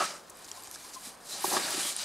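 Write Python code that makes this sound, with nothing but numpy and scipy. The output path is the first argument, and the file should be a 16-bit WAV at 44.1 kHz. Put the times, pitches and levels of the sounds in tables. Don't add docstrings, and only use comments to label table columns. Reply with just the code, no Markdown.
import sys
import numpy as np
from scipy import signal
from scipy.io import wavfile

SR = 44100
rng = np.random.default_rng(int(sys.argv[2]) if len(sys.argv) > 2 else 0)


def voltage_ratio(decibels):
    exponent = np.asarray(decibels, float) / 20
    return 10 ** exponent


def persist_wave(psi):
    counts = np.round(np.clip(psi, -1, 1) * 32767).astype(np.int16)
    wavfile.write(sys.argv[1], SR, np.atleast_2d(counts).T)


N = 90096

# [time_s, level_db, extra_fine_dust_db, extra_coarse_crumbs_db]
FINGER_DRAG = [(0, -32, -13, 13.5), (.05, -34, -17.5, 9), (.17, -48.5, -8, 6), (.23, -63, -1, -22),
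               (.41, -52.5, 7, 6), (.46, -53, 4, 1), (.78, -50.5, 5.5, 4.5), (.99, -51.5, 8.5, 1),
               (1.06, -42, 8.5, 2), (1.16, -57.5, 2, -2), (1.23, -56.5, 6, -2), (1.33, -35.5, -20, -35),
               (1.4, -40.5, 3.5, 4), (1.46, -37, 14, 7), (1.545, -30, 3, -24), (1.6, -36, 2, 7.5),
               (1.9, -32, 3, 0.5), (2.04, -34.5, -12, -2)]
# [pitch_hz, density_db_per_hz]
SOIL_COLOUR = [(1200, -13.5), (2200, -9.5), (3400, -9.5), (4100, -1.5), (6000, -4.5), (8800, -2.5),
               (12000, -12.5), (15000, -45)]
# [pitch_hz, side_under_mid_db]
SOIL_WIDTH = [(1200, -10), (2500, -34), (5000, -25), (9000, -8), (15000, -4)]
# [pitch_hz, width_hz, level_db]
CRUMB_HOLLOWS = [(3144, 240, -24), (4080, 280, -13.5), (4794, 82, -22.5), (8130, 87, -14.5)]
# [middle_s, length_s, level_db, pitch_hz, breadth_ratio]
CRUMBLE_BURSTS = [(0.045, 0.049, -40, 5570, 1.7), (0.107, .025, -49, 5200, 1.1),
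                  (0.148, 0.036, -54, 8000, 1.13), (.302, .01, -46.5, 7800, 1.36),
                  (0.451, 0.013, -47, 6000, 1.4), (.488, 0.014, -46.5, 5100, 1.9),
                  (.54, 0.051, -60, 4200, 1.04), (.637, .016, -55, 4800, 0.98),
                  (0.68, 0.0068, -48.5, 6950, 1.2), (0.74, 0.062, -50, 7200, 1.44),
                  (0.747, 0.014, -46.5, 6000, 1.3), (0.853, .07, -56.5, 4740, 1.2),
                  (.946, 0.031, -43.5, 6100, 1.45), (1.264, 0.043, -53.5, 9000, 1.34),
                  (1.32, 0.076, -43, 8060, 1.38), (1.332, 0.048, -44, 4090, 0.81),
                  (1.454, 0.038, -35, 5900, 1.8), (1.49, 0.17, -47, 14000, 1.06),
                  (1.573, 0.027, -33.5, 3960, 1.33), (1.646, 0.058, -37.5, 4300, 1.15),
                  (1.71, 0.068, -49, 11000, 1.4), (1.723, 0.047, -41.5, 4270, 1.3),
                  (1.866, 0.092, -42.5, 3270, 1.01), (1.88, .06, -39.5, 8460, 1.3),
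                  (2.017, .04, -48, 10800, 1.15)]
# [start_s, peak_db, pitch_hz, breadth_ratio]
CHIP_SNAPS = [(0.2976, -33, 8950, 1.7), (0.3532, -41.5, 8350, 1.1), (0.3713, -35, 9300, 1.4),
              (.477, -38, 8000, 1.4), (0.445, -33, 6900, 1.9), (0.5732, -36.5, 6000, 1.3),
              (.5814, -41, 11500, 1.4), (.615, -45, 11600, 1.25), (.6235, -41, 11700, 1.06),
              (.6235, -41, 7800, 1.1), (.636, -39, 11700, 1.06), (.6445, -44, 11800, 1.24),
              (.636, -35.5, 7940, 1.1), (.6445, -36, 8400, 1.5), (.672, -35, 6900, 1.24),
              (.7127, -42, 11400, 1), (.713, -27, 5740, 2.2), (.724, -44, 11500, 1), (.728, -39, 6700, 1.1),
              (.737, -41, 11600, 1.04), (.7487, -33, 5900, 1.9), (0.758, -33, 5270, 1.2),
              (0.758, -34, 8560, 1.16), (0.674, -37, 2940, 2.7), (.8295, -42, 6400, 1.06),
              (1.0095, -38, 7950, 1.3), (1.246, -42, 10500, 1.15), (1.2714, -35, 8500, 1.4),
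              (1.3114, -34, 7000, 2), (1.364, -35, 7000, 1.7), (1.4226, -28.5, 10300, 1.2),
              (1.5665, -24, 5000, 1.2), (1.668, -27, 10300, 1.15), (1.7068, -21, 9900, 1.24),
              (1.728, -29, 5440, 1.1), (1.729, -22.5, 9300, 1.14), (1.9644, -18, 9700, 1.14)]
# [pitch_hz, level_db, t60_s]
BARK_MODES = [(3220, -5.5, 0.017), (5730, 2, 0.012), (7130, 5, 0.008), (7900, -7, 0.014),
              (4950, -19, 0.0108), (8950, -9, .008)]
# [time_s, level_db, one_sidedness_db]
HAND_PUSH = [(0, -40.5, -20), (.012, -43.5, -20), (.035, -39.5, -20), (.07, -45, -10), (.18, -51, -16.5),
             (.24, -66.5, -17), (1.25, -63, -20), (1.34, -46.5, -11), (1.43, -48, 2), (1.47, -41.5, -3),
             (1.54, -33.5, -1.5), (1.585, -33, -2), (1.62, -38.5, -2), (1.78, -40.5, -4),
             (1.9, -46.5, -3.5), (1.95, -53, -5), (2.04, -47, -2)]
# [start_s, peak_db, favoured_pitch_hz, one_sidedness_db]
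WALL_KNOCKS = [(.002, -23, 1300, -12), (.004, -23.5, 700, -13), (.004, -31, 367, -19),
               (0.025, -32.5, 377, -18), (.0085, -18, 1300, -14), (.015, -22, 697, -20),
               (.023, -16.5, 1280, -17), (.04, -29, 1440, -12), (.051, -27, 1300, -12),
               (.105, -37.5, 620, -18), (.137, -39, 590, -16), (.674, -42, 875, -14.5),
               (.758, -36, 1480, -11.5), (1.071, -31.5, 235, -11), (1.4425, -16, 966, -8),
               (1.4429, -27, 754, -4), (1.445, -23.5, 398, 3), (1.479, -32, 370, 6), (1.516, -27, 770, -21),
               (1.524, -23.5, 1000, -15), (1.53, -27.5, 375, 3), (1.535, -27, 1090, -10),
               (1.537, -25, 800, -19), (1.545, -30, 900, -10), (1.558, -28.5, 680, -8),
               (1.566, -26.5, 385, 2), (1.5667, -18.5, 1880, -8), (1.566, -19, 1135, -11),
               (1.5707, -22.5, 924, -15), (1.574, -27, 1150, -8), (1.683, -25, 1590, 0),
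               (1.742, -24.5, 315, -10), (1.776, -22, 300, -15), (1.85, -29.5, 300, -6)]
# [pitch_hz, level_db, t60_s, one_sidedness_db]
WALL_MODES = [(163, -4, 0.029, -28), (235, -6.5, 0.036, -16), (300, -8, 0.057, -5), (375.4, -2, 0.086, -9),
              (588, 1.5, 0.052, -4.5), (710, 2, 0.025, -2.5), (800, 2, 0.054, -2.5), (954, 2, 0.019, 2),
              (1135, -1, 0.05, -7), (1300, 0, 0.028, -16), (1475, -5.5, 0.022, -6),
              (1643, -0.5, 0.045, -27), (1850, -5, 0.057, -14), (2300, 3, 0.0022, -10.5)]
# [middle_s, level_db]
PIPE_THROBS = [
    (.41, -57),
    (.49, -55.5),
    (0.582, -54.5),
    (.64, -54),
    (.695, -53.5),
    (.85, -51.5),
    (0.974, -48.5),
]
# [pitch_hz, density_db_per_hz]
GARDEN_COLOUR = [(20, -13.5), (100, -11.5), (250, -7.5), (800, -5.5), (1500, -9), (2500, -19),
                 (8000, -24.5), (15600, -34)]
# [pitch_hz, side_under_mid_db]
GARDEN_WIDTH = [(25, -13), (125, -15), (300, -11.5), (1000, -5), (1600, -16), (4000, -12), (15000, -22)]


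def rms_one(x):
    return x / np.sqrt(np.mean(x ** 2) + 1e-20)


def in_time(rows):
    s, *columns = np.transpose(rows)
    return [np.interp(np.arange(N) / SR, s, column) for column in columns]


def at_hz(points, hz):
    points_hz, points_db = np.transpose(points)
    return np.interp(np.log(hz), np.log(points_hz), points_db)


def drift(rate_hz):
    r = np.exp(-40 * np.pi * rate_hz / SR)
    slow = signal.lfilter([1], [1, -2 * r, r * r], rng.standard_normal(N // 20 + 2002))[2000:]
    return np.interp(np.arange(N) / 20, np.arange(len(slow)), rms_one(slow - slow.mean()))


def ring(hits, hz, t60):
    r = voltage_ratio(-60 / (max(t60, .001) * SR))
    w = 2 * np.pi * hz / SR
    return signal.lfilter([0, np.sin(w)], [1, -2 * r * np.cos(w), r * r], hits + 1e-18)


def band(x, low_hz, high_hz):
    sos = signal.butter(2, [low_hz, min(high_hz, .45 * SR)], "band", fs=SR, output="sos")
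    return signal.sosfilt(sos, x)


def high(x, hz):
    return signal.sosfilt(signal.butter(4, hz, "high", fs=SR, output="sos"), x)


def low(x, hz):
    return signal.sosfilt(signal.butter(2, hz, fs=SR, output="sos"), x)


def clicks(per_s, spread_db):
    size = voltage_ratio(spread_db * np.minimum(rng.exponential(1, N), 5)) * rng.choice([-1, 1], N)
    return size * (rng.random(N) < per_s / SR)


def spike(s, gain):
    return gain * (np.arange(N) == int(s * SR))


def stereo(mid, side):
    return np.array([mid + side, mid - side])


def soil():
    grains_per_s, grain_spread_db, grain_cycles, hiss_db = 9100, 2.5, 8.4, 3.5
    t = np.arange(N) / SR
    level_db, fine_db, coarse_db = in_time(FINGER_DRAG)
    grains = clicks(grains_per_s * voltage_ratio(3.0 * drift(60)), grain_spread_db)
    pitches = np.geomspace(1200, 15000, 24)
    dealt = rng.integers(0, 24, N)
    white = rng.standard_normal((3, N))
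    clump_db = 0.1173 * np.clip(-36 - level_db, 0, 20) * drift(28.0)
    shift = 1 + 0.13 * (t < .25)
    out = 0
    for k, hz in enumerate(pitches):
        ringing = rms_one(ring(grains * (dealt == k), hz, grain_cycles / hz))
        hiss = rms_one(band(white[k % 2], hz / 1.06, hz * 1.06))
        mid = ringing + voltage_ratio(hiss_db) * hiss
        side = voltage_ratio(at_hz(SOIL_WIDTH, hz)) * rms_one(band(white[2], hz / 1.06, hz * 1.06))
        fine_tilt_db = fine_db * np.clip(np.log2(hz / 6000), 0, 2) ** 2
        coarse_tilt_db = coarse_db * np.clip(np.log2(4000 / hz), 0, 1)
        patchy_db = 1.2 * drift(8.7)
        colour_db = at_hz(SOIL_COLOUR, hz / shift) + fine_tilt_db + coarse_tilt_db
        out = out + np.sqrt(hz) * voltage_ratio(colour_db + clump_db + patchy_db) * stereo(mid, side)
    for hz, width_hz, db in CRUMB_HOLLOWS:
        mid, side = ring(white[::2], hz, 2.8 / width_hz) * voltage_ratio([[0], [-16]])
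        out = out + voltage_ratio(db) * np.std(out) * rms_one(stereo(mid, side))
    out = low(out, 13700)
    lift_s, lift_length_s, lift_db = 1.947, 0.032, -8
    lift = lift_db * np.exp(-((t - lift_s) / lift_length_s) ** 2)
    return voltage_ratio(level_db + lift) * rms_one(out)


def crumbles():
    t, out = np.arange(N) / SR, 0
    grit = clicks(5000.0, spread_db=0.5)
    for s, length, db, hz, breadth in CRUMBLE_BURSTS:
        swell = np.exp(-2 * ((t - s) / (length / 2)) ** 4)
        ratio = max(breadth, 1.04)
        burst = swell * band(grit, hz / ratio, hz * ratio)
        out = out + voltage_ratio(db) * burst * np.sqrt(np.sum(swell ** 2) / np.sum(burst ** 2))
    return out


def snaps():
    crack_s, crack_db = .5153, -31
    t60_s, ring_db = .0055, -14.5
    bark = sum(ring(spike(crack_s, voltage_ratio(crack_db + db)), hz, t60) for hz, db, t60 in BARK_MODES)
    out = low(high(bark, 2670), 10000)
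    t, white = np.arange(SR // 20) / SR, rng.standard_normal(N)
    for s, db, hz, breadth in CHIP_SNAPS:
        at = slice(int(s * SR), int(s * SR) + len(t))
        crackle = white[at] * voltage_ratio(-60 * t / t60_s)
        burst = crackle + ring(voltage_ratio(ring_db) * (t == 0), hz, t60_s)
        ratio = max(breadth, 1.05)
        tick = band(band(burst, hz / ratio, hz * ratio), hz / ratio, hz * ratio)
        out[at] += voltage_ratio(db) * tick / np.abs(tick).max()
    return out


def planter():
    slips_per_s, slip_spread_db = 1200, 1.5
    early_s, early_hz, early_lift_db = 0.22, 1300, 19
    knock_octaves, contact_s = 0.24, .0001
    level_db, side_db = in_time(HAND_PUSH)
    early = np.exp(-np.arange(N) / SR / early_s)
    mid, side, knock = 0, 0, 0
    for k, (hz, db, t60, lean_db) in enumerate(WALL_MODES):
        sign = (-1) ** k
        lag = int(.2 * SR / hz)
        slips = ring(clicks(slips_per_s * voltage_ratio(4.0 * drift(30)), slip_spread_db), hz, t60)
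        lift_db = early * early_lift_db * np.exp(-(np.log2(hz / early_hz) / 0.17) ** 2)
        slips = rms_one(slips) * voltage_ratio(db + lift_db)
        mid = mid + slips
        side = side - sign * voltage_ratio(lean_db) * np.roll(slips, lag)
        hits = np.zeros((2, N))
        for s, peak_db, near_hz, one_db in WALL_KNOCKS:
            off_pitch_db = -6.5 * (np.log2(hz / near_hz) / knock_octaves) ** 2
            gain = voltage_ratio(peak_db + db + off_pitch_db) * sign
            start = int(s * SR)
            hits[0, start] += gain
            hits[1, start + lag] -= gain * voltage_ratio(lean_db + one_db)
        knock = knock + ring(hits, hz, 0.79 * t60)
    soft = np.exp(-1 / (contact_s * SR))
    knock = signal.lfilter([1 - soft], [1, -soft], knock)
    scale = voltage_ratio(level_db) / np.sqrt(np.mean(mid ** 2))
    mid = scale * mid + knock[0]
    side = scale * voltage_ratio(side_db) * side + knock[1]
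    return high(stereo(mid, side), 147)


def throbs():
    pitch_hz, width_hz, throb_s = 1034, 49, 0.019
    t = np.arange(N) / SR
    drone = rms_one(band(rng.standard_normal(N), pitch_hz - width_hz / 2, pitch_hz + width_hz / 2))
    swells = sum(voltage_ratio(db) * np.exp(-((t - s) / throb_s) ** 2) for s, db in PIPE_THROBS)
    return drone * swells * voltage_ratio([[3], [-9]])


def garden():
    level_db, patchy_db = -53, 1.2
    out, edges = 0, 20 * 2 ** np.arange(0, 10.1, .5)
    white = rng.standard_normal((2, 2, N + SR))
    for k, (low_hz, high_hz) in enumerate(zip(edges, edges[1:])):
        mid, side = band(white[k % 2], low_hz, high_hz)[:, SR:]
        hz = np.sqrt(low_hz * high_hz)
        side = voltage_ratio(at_hz(GARDEN_WIDTH, hz)) * side
        out = out + voltage_ratio(at_hz(GARDEN_COLOUR, hz) + patchy_db * drift(3.5)) * stereo(mid, side)
    return voltage_ratio(level_db) * rms_one(out)


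def scene():
    grit = high(soil() + crumbles(), 570)
    return grit + snaps() + planter() + throbs() + garden()


def band_limit(x):
    return signal.sosfilt(signal.butter(12, 15770, fs=SR, output="sos"), x)


def record(dry):
    top_cut = signal.ellip(14, .5, 70, 15740, fs=SR, output="sos")
    mix = signal.sosfilt(top_cut, dry)
    return band_limit(mix)


dry = scene()
out = record(dry)
persist_wave(out)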